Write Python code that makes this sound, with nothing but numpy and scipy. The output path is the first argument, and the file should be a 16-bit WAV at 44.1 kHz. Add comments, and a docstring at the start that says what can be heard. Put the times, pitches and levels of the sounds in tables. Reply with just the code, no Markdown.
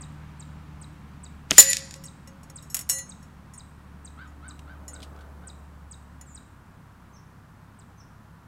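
"""Small birds chip while a distant engine hums over faint traffic, made of sine tones and coloured noise.
At 1.5 s an air rifle fires (short pulses) and its pellet slams into a steel paddle (ringing modes and noise).
The hit overloads the microphone and fences throw it back; the paddle spins round its wire axle,
drops onto it with two clanks near 2.8 s and swings to rest with light clinks.
A gull calls far off from 4.2 s, the rifle is handled with dry clicks, and the engine changes gear at 6.4 s."""
import sys
import numpy as np
from scipy import signal
from scipy.fft import rfft
from scipy.io import wavfile
from scipy.ndimage import uniform_filter1d

SR = 44100
rng = np.random.default_rng(int(sys.argv[2]) if len(sys.argv) > 2 else 0)


def wav_out(sig):
    """Save sig, one row per channel (or a flat mono array), as 16-bit PCM at SR to the path in sys.argv[1]."""
    wavfile.write(sys.argv[1], SR, np.round(np.clip(np.atleast_2d(sig).T, -1, 1) * 32767).astype(np.int16))


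N = 373527
TIME = np.arange(N) / SR

# ringing modes of the steel paddle: (pitch [Hz], time to fall 60 dB [s], level from the pellet [dB],
# level from a knock on the axle [dB], how strongly the face beams it [0-1])
PADDLE_MODES = [(540, .88, -35, -37, .1), (546.1, .8, -39, -42, .1), (1087, .3, -38, -33, .3),
                (1696, .36, -31, -32, .3), (1955, .47, -17, -16, 1), (2852, .4, -31, -23, .2),
                (4004, .22, -20, -22, .3), (4156, .42, -23, -20, .6), (4722, .2, -28, -29, .2),
                (5403, .18, -16, -10, .2), (5469, .15, -19, -5, .1), (5604, .2, -23, -8.5, .1),
                (6444, .44, -22, -5, .6), (6703, .22, -15, -2.5, .4), (7017, .28, 2.5, 3, 1),
                (6890, .21, -14, -20, .5), (7068, .19, -7, -14, .6), (7553, .18, -17, -24, .2),
                (7725, .16, -20, -16, .1), (7813, .18, -21, -2, .1), (8470, .2, -21, -15, .1),
                (9285, .28, -18, -1, .6), (10302, .3, -18, -12, .8), (10910, .22, -16, -11, .4),
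                (9686, .2, -25, -8, .5), (11500, .2, -15, -6, .3), (12282, .19, -30, -17, .1),
                (12932, .2, -24, -22.5, .2), (13690, .15, -23, -15, .2), (14140, .26, -27, -25, .3),
                (15542, .15, -34, -23, .1)]
# the paddle knocking on its axle: (time [s], ring level [dB], click level before trims [dB],
# brightness [dB per octave], ring length [share of the free ring])
AXLE_KNOCKS = [(1.9594, -46.5, -54, -10.5, 0.28), (2.0383, -46, -37, -7.5, 0.67),
               (2.2744, -47.5, -45.5, -9, .42), (2.4325, -55.5, -45.5, -7, 0.49),
               (2.4994, -44, -45, -8.5, .2), (2.6244, -51, -48, 1, .75), (2.7003, -42, -47, -1, 1),
               (2.7445, -20.5, -17, 7, 0.28), (2.7674, -33, -23, 5, 0.34), (2.7911, -37, -24.5, 11, 0.48),
               (2.8094, -35, -34, 0, 0.4), (2.8914, -27, -23, 8, 0.33), (2.8963, -16.5, -16.5, 0.5, 0.79),
               (2.9294, -39, -30.5, -6.5, .43), (2.9854, -47, -29.5, -4, .54),
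               (3.2271, -55.5, -51, -7.5, 0.6), (3.5364, -50.5, -55, -2, 0.54),
               (4.2744, -68, -68, -10, .57), (4.8803, -44.5, -44, -2, .45), (6.212, -53, -43, -7, .29)]


def from_db(db):
    """Turn decibels into a gain."""
    return 10 ** (np.asarray(db) / 20)


def die_away(t, t60):
    """An exponential decay that falls by 60 dB in t60 seconds."""
    return np.exp(-np.log(1000) * t / t60)


def rms_one(x):
    """Scale a sound to an rms (average strength) of 1."""
    return x / np.sqrt(np.mean(x ** 2) + 1e-20)


def unit_energy(x):
    """Scale a sound so that its squares add up to 1."""
    return x / np.sqrt(np.sum(x ** 2) + 1e-20)


def curves(rows, t=TIME):
    """Join the rows of a table by straight lines in time, one curve per column."""
    s, *columns = np.transpose(rows)
    return [np.interp(t, s, column) for column in columns]


def fade(start_db, end_db, settle_s):
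    """A level in dB that eases from one value towards another."""
    return end_db + (start_db - end_db) * np.exp(-TIME / settle_s)


def add(out, s, sound):
    """Mix a sound in at time s."""
    at = max(round(s * SR), 0)
    out[at:at + len(sound)] += sound[:N - at]


def band(x, low_hz, high_hz):
    """Keep only the pitches between two limits."""
    return signal.sosfilt(signal.butter(2, [low_hz, high_hz], "band", fs=SR, output="sos"), x)


def coloured(spectrum):
    """Steady noise with a given spectrum, rms 1."""
    hz, db = np.transpose(spectrum)
    shape_db = np.interp(np.log(np.fft.rfftfreq(N, 1 / SR) + 1), np.log(hz), db)
    return rms_one(np.fft.irfft(rfft(rng.standard_normal(N)) * from_db(shape_db), N))


def burst(t60, low_hz, high_hz):
    """Half a second of band noise that starts at once and dies away."""
    t = TIME[:SR // 2]
    return rms_one(band(rng.standard_normal(len(t)), low_hz, high_hz)) * die_away(t, t60)


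def outdoors():
    """Road rumble, tyres and leaves slowly fade under a passing car and a steady microphone hiss."""
    # relative noise spectra, all: (frequency [Hz], level [dB])
    rumble = [(15, -8.5), (40, -7), (65, -3.5), (100, -4), (170, -0.5), (250, -5.5), (350, -18), (600, -32),
              (2000, -67.5)]
    tyres = [(150, -9), (350, -0.5), (600, -1), (1000, 5), (1400, 2), (1900, -4.5), (2600, -33),
             (5000, -39)]
    leaves = [(800, -11), (2200, 6.5), (3500, -1), (5000, -6.5), (8000, -12), (12000, -24), (16000, -36)]
    car_spectrum = [(150, -19.5), (350, -2.5), (650, 0.5), (1000, -4.5), (1500, -8.5), (3000, -32.5)]
    hiss = [(1000, 0), (5000, 0), (8000, 0), (12000, -2.7), (15600, -3.5), (16200, -24)]
    background = from_db(fade(start_db=-48, end_db=-60, settle_s=11)) * coloured(rumble)
    background += from_db(fade(start_db=-54.5, end_db=-58, settle_s=1.5)) * coloured(tyres)
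    background += from_db(fade(start_db=-61.5, end_db=-71.5, settle_s=4.5)) * coloured(leaves)
    # the car's gain falls with the square of its distance; it covers its closest distance in car_width_s
    car_at_s, car_width_s, car_db = 5.1, 0.466, -54
    car_gain = from_db(car_db) / (1 + ((TIME - car_at_s) / car_width_s) ** 2)
    return background + car_gain * coloured(car_spectrum) + from_db(-71) * coloured(hiss)


def engine(waver_hz):
    """An exhaust's low firing tone, its harmonics, and half orders from cylinders of unequal strength."""
    # loudness as the load changes: (time [s], fundamental level [dB], fourth harmonic level [dB])
    load_levels = [(0, -51, -64), (.6, -47, -62.5), (2.4, -54, -68), (3.6, -53, -73.5), (4.3, -46.5, -60.5),
                   (5.1, -46, -60), (5.6, -47, -76), (6.38, -51, -74)]
    # slow unsteadiness of the firing rate: (frequency [Hz], level [dB])
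    waver_spectrum = [(2, 0.5), (8, -9), (40, -55.5), (200, -120)]
    shift_at_s, shift_s = 6.38, 0.081
    shifted = np.clip((TIME - shift_at_s) / shift_s, 0, 1)

    def change_gear(before, after):
        """Slide a setting from its value before the gear change to its value after."""
        return before + shifted * (after - before)

    # the rate sags under load, drops at the gear change, then picks up again [Hz, Hz per s]
    hz = change_gear(75.2 - .57 * TIME, 64.4 + 1.7 * (TIME - shift_at_s))
    first_db, fourth_db = curves(load_levels)
    first_db, fourth_db = change_gear(first_db, -60), change_gear(fourth_db, -83)
    second_db = fade(start_db=-45, end_db=-66, settle_s=3.6)  # fades as the engine draws away
    uneven_db = -62.5
    phase = 2 * np.pi * np.cumsum(hz + waver_hz * coloured(waver_spectrum)) / SR
    orders = [(1, first_db), (2, second_db), (4, fourth_db), (1.5, change_gear(uneven_db, -57)), (2.5, uneven_db)]
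    # the square root of 2 makes each level an rms level
    return np.sqrt(2) * sum(from_db(db) * np.sin(k * phase) for k, db in orders)


def bird(shape, calls, harmonics=((1, 0),), vary=0.0092, rough=0.0037, flutter_db=2.0):
    """Each call follows the same glide, a little higher or lower, unsteady in pitch and strength."""
    out, t = np.zeros(N), TIME[:round(shape[-1][0] * SR)]
    hz, level_db = curves(shape, t)
    envelope = from_db(level_db) * signal.windows.tukey(len(t), .1)
    for s, db in calls:
        waver = rms_one(uniform_filter1d(rng.standard_normal(SR), size=80))[:len(t)]
        flutter = rms_one(band(rng.standard_normal(SR), low_hz=40.4, high_hz=180))[-len(t):]
        strength = rms_one(from_db(flutter_db * flutter))
        pitch_factor = 1 + vary * rng.standard_normal() + rough * waver
        phase = 2 * np.pi * np.cumsum(hz * pitch_factor) / SR
        voice = sum(from_db(db + part_db) * np.sin(k * phase) for k, part_db in harmonics)
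        add(out, s, envelope * strength * voice)
    return out


def gull_far_off():
    """An arched note with harmonics, called in an even series, each call weaker than the last."""
    # the note: (time into the call [s], fundamental pitch [Hz], level [dB])
    gull_shape = [(0, 605.7, -8), (.02, 677, 3.5), (.04, 752.5, 3), (.06, 784, -1.5), (.078, 735, -5),
                  (.092, 619, 1.5), (.11, 600, -7)]
    # the sounding harmonics, without the fundamental: (multiple of the pitch, level [dB])
    gull_harmonics = [(2, -1.5), (3, -17), (4, -20), (5, -20.5), (6, -23.5)]
    start_s, every_s, first_db, loss_db = 4.169, .2465, -46, 2.0
    calls = [(start_s + k * every_s, first_db - k * loss_db) for k in range(6)]
    return bird(gull_shape, calls, gull_harmonics, vary=0.012, rough=0.023, flutter_db=3.5)


def farther_birds():
    """One slurred whistle and two short peeps, each a single gliding tone."""
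    # both shapes: (time into the call [s], pitch [Hz], level [dB])
    slur_shape = [(0, 8560, -6), (.02, 7630, 2.5), (.05, 7100, -2), (.075, 7100, -2), (.095, 7500, -8)]
    peep_shape = [(0, 6155, -13), (.015, 6340, -4), (.03, 5900, -2), (.045, 5160, 1.5)]
    # both lists of calls: (time [s], level [dB])
    slurs = [(6.255, -57)]
    peeps = [(7.13, -57.5), (7.972, -57.5)]
    return bird(slur_shape, slurs, rough=0.012) + bird(peep_shape, peeps)


def chipping_bird():
    """A small bird's chip, one tone that falls quickly in pitch."""
    # the chip: (time into the call [s], pitch [Hz], level [dB])
    chip_shape = [(0, 8650, -15), (.004, 8420, 0), (.009, 8050, 1), (.013, 7380, 0), (.019, 5400, -17),
                  (.023, 4750, -10), (.028, 4250, -28), (.032, 3900, -3), (.038, 3600, -15)]
    # its calls: (time [s], level [dB])
    chips = [(.007, -40), (.394, -42), (.812, -42.5), (1.232, -42), (2.052, -39.5), (2.555, -38),
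             (3.089, -39.5), (3.575, -40.5), (4.045, -41.5), (4.478, -41), (4.931, -40), (5.469, -39.5),
             (5.909, -40), (6.345, -40.5), (7.787, -52)]
    return bird(chip_shape, chips, vary=.008, rough=.009)


def twigs(per_s, t60):
    """Sparse reflections from near branches, with a weaker, longer tail from far trees; unit energy."""
    t = TIME[:SR // 2]
    fading = die_away(t, t60) + from_db(-14) * die_away(t, 1.2)
    present = rng.random(len(t)) < per_s / SR
    return unit_energy(rng.standard_normal(len(t)) * present * fading)


def yard_response(build_s):
    """Scatter from trees and fences builds up, then each half octave dies at its own pace; unit energy."""
    # diffuse tail of the yard: (frequency [Hz], level [dB], time to fall 60 dB [s])
    yard = [(250, -13, .45), (700, -8, .55), (1600, -6, 0.66), (2600, -2.5, 0.52), (4490, -1.5, 0.72),
            (7000, -3.5, 0.55), (11000, -9, 0.36), (16000, -19, .3)]
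    t, out = TIME[:SR], np.zeros(SR)
    hz, db, t60 = np.transpose(yard)
    edges = 125 * 2 ** (np.arange(15) / 2)
    for low, high in zip(edges, edges[1:]):
        middle = np.log(low * high) / 2
        level_db = np.interp(middle, np.log(hz), db)
        decay_s = np.interp(middle, np.log(hz), t60)
        out += band(rng.standard_normal(SR), low, high) * from_db(level_db) * die_away(t, decay_s)
    return unit_energy(out * (1 - np.exp(-t / build_s)))


def fences(x):
    """Hard surfaces return the upper middle of a sound as distinct slaps."""
    # echoes off fences and walls: (delay [s], level [dB])
    echoes = [(.0451, -27), (.1072, -36.5), (.1281, -32), (.1362, -32.5), (.1496, -21.5), (.1866, -27),
              (.3273, -43.5), (.3583, -42)]
    out, slap = np.zeros(N), band(x, low_hz=2450, high_hz=7995)
    for delay, db in echoes:
        add(out, delay, from_db(db) * slap)
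    return out


def grate(t60):
    """A spray of tiny contacts of random strength rings the paddle's modes while the axle deadens them."""
    t = TIME[:SR // 10]
    hz, _, _, axle_db, _ = np.transpose(PADDLE_MODES)
    strengths = from_db(axle_db / 2) * (-1) ** np.arange(len(hz))
    deadened = strengths @ np.sin(2 * np.pi * np.outer(hz, t)) * die_away(t, 0.0085)
    contacts = rng.standard_normal(len(t))
    return rms_one(signal.fftconvolve(contacts, deadened)[:len(t)]) * die_away(t, t60)


def clicks():
    """Steel snaps on the axle and the wire frame rattles briefly; the rifle's parts click more dully."""
    # dry clicks from handling the rifle: (time [s], level [dB], time to fall 60 dB [s])
    handling = [(4.5922, -44, 0.023), (5.003, -48, 0.029), (5.02, -47, 0.034), (5.028, -41.5, 0.081),
                (5.162, -56, 0.022), (5.19, -58, .04), (5.209, -57.5, .08)]
    out = np.zeros(N)
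    for s, _, db, *_ in AXLE_KNOCKS:
        add(out, s, from_db(db - 6.5) * grate(t60=0.058))
        add(out, s, from_db(db - 1) * burst(t60=0.0061, low_hz=4400, high_hz=11800))
        add(out, s, from_db(db - 21.5) * burst(t60=0.14, low_hz=400, high_hz=4200))
    for s, db, t60 in handling:
        dull = burst(t60, low_hz=2500, high_hz=4420)
        bright = from_db(-5.5) * burst(t60, low_hz=4488, high_hz=9900)
        add(out, s, from_db(db) * (dull + bright))
    return out


def facing():
    """Gain of the plate's beam: two sweeps a turn until wobble spoils the aim, and a return at rest."""
    # hard blows that set the paddle spinning:
    # (time [s], speed [turns per s], turn left until the face points at the listener [share of a turn])
    spins = [(1.5814, 4.05, 0.0074), (2.8963, 2.1, 0.22)]
    edge_on_db, sweep_db, narrowness, wobble_s = -12.5, 3.5, 6, 0.24
    settle_at_s, settle_s = 3.21, 0.37
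    sweeps = np.zeros(N)
    for s, turns_per_s, to_go in spins:
        age = np.maximum(TIME - s, 0)
        lobe = np.abs(np.cos(2 * np.pi * (turns_per_s * age - to_go))) ** narrowness
        sweeps += (TIME >= s) * lobe * np.exp(-(age / wobble_s) ** 4)
    # the swing dies and leaves the paddle hanging face-on
    settled = 1 - np.exp(-np.maximum(TIME - settle_at_s, 0) / settle_s)
    return from_db(edge_on_db) + from_db(sweep_db) * sweeps + settled


def paddle(uneven_db, detune):
    """Modes ring from the pellet and from each knock; the plate beams them off its face as it spins."""
    strike_s = 1.5815
    hz, t60, pellet_db, axle_db, beaming = np.transpose(PADDLE_MODES)
    s, knock_db, _, brightness, freedom = np.transpose(AXLE_KNOCKS)
    luck = rng.standard_normal((len(s), len(hz)))
    pull = rng.standard_normal((len(s), len(hz)))
    aim, t = facing(), TIME[:SR]
    struck, knocked = np.zeros(N), np.zeros(N)
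    for k in range(len(hz)):
        octaves = np.log2(hz[k] / np.median(hz))
        levels = knock_db + axle_db[k] + brightness * octaves + uneven_db * luck[:, k]
        # a paddle pressed on the axle rings for a shorter time, and the modes of its stem go off pitch
        pitches = hz[k] * (1 + detune * pull[:, k] * (1 - freedom) * (1 - beaming[k]))
        blows = [(struck, strike_s, pellet_db[k], 1, hz[k])]
        blows += [(knocked, *knock) for knock in zip(s, levels, freedom, pitches)]
        beam = aim ** beaming[k]
        for out, when, db, share, pitch in blows:
            at = round(when * SR)
            tone = (-1) ** k * np.sin(2 * np.pi * pitch * t) * die_away(t, t60[k] * share)
            add(out, when, from_db(db) * tone * beam[at:at + SR])
    return struck, knocked


def rushes():
    """Air, shattering lead and the shaken frame: noise that swells to a peak and dies."""
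    # in order: spring thud, muzzle air, pellet whizz, crack, lead spray, frame shudder, thump of the stakes,
    # skid on the axle: (peak time [s], level [dB], rise [s], time to fall 60 dB [s], low [Hz], high [Hz])
    noise_rushes = [(1.511, -27.5, .001, .11, 30, 410), (1.529, -33.5, 0.01, 0.26, 1400, 8542),
                    (1.58, -26.5, .011, 0.015, 2000, 8500), (1.582, 12, 0.00016, .016, 1800, 14000),
                    (1.596, -6, 0.0046, .095, 3600, 14000), (1.584, -17.5, .001, 0.11, 300, 2600),
                    (1.583, -21, .001, 0.0803, 35, 1300), (1.701, -23.5, .002, 0.076, 9000, 11600)]
    lead_in_s = 1 / 10
    out, t = np.zeros(N), TIME[:SR] - lead_in_s
    for s, db, rise, t60, low_hz, high_hz in noise_rushes:
        envelope = np.exp(np.minimum(t, 0) / rise) * die_away(np.maximum(t, 0), t60)
        noise = rms_one(band(rng.standard_normal(SR), low_hz, high_hz))
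        add(out, s - lead_in_s, from_db(db) * envelope * noise)
    return out


def rifle():
    """Piston and muzzle give a few sharp pulses, each ringing for a cycle or two."""
    # pressure pulses before the band filter: (time [s], level [dB], pitch [Hz])
    shot = [(1.5033, -28.5, 2597), (1.5055, -23, 6500), (1.5077, -10, 3200), (1.5094, 2, 6800),
            (1.51, 3.5, 6000), (1.516, -2, 2997), (1.5175, -12.5, 2298)]
    out, t = np.zeros(N), TIME[:SR // 50]
    for s, db, hz in shot:
        add(out, s, from_db(db) * np.sin(2 * np.pi * hz * t) * np.exp(-.8 * hz * t))
    return band(out, 300, 13000)


def scene():
    """Shot, target and birds with their share of the yard's reverberation, over the background."""
    struck, knocked = paddle(uneven_db=2.0, detune=.007)
    bang, clinks = rifle() + rushes(), knocked + clicks()
    near_bird, far_birds, gull = chipping_bird(), farther_birds(), gull_far_off()
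    scattered = from_db(-27.5) * bang + from_db(-35) * struck + from_db(-30) * clinks
    among_trees = from_db(-8.5) * near_bird + from_db(0.5) * far_birds + from_db(-6) * gull
    tail = signal.fftconvolve(scattered, yard_response(build_s=.06))[:N]
    tail += signal.fftconvolve(among_trees, twigs(per_s=1500, t60=.22))[:N]
    direct = bang + struck + clinks + near_bird + far_birds + gull
    slaps = fences(bang + from_db(-12) * struck)
    return (direct + slaps + tail + engine(waver_hz=.45) + outdoors())[None]


def record(dry):
    """Overload flattens the loudest peaks, then a steep filter removes the top above 16200 Hz."""
    overloaded = np.clip(dry, -1, 1)
    return signal.sosfilt(signal.ellip(10, .1, 70, 16200, fs=SR, output="sos"), overloaded)


dry = scene()
out = record(dry)
wav_out(out)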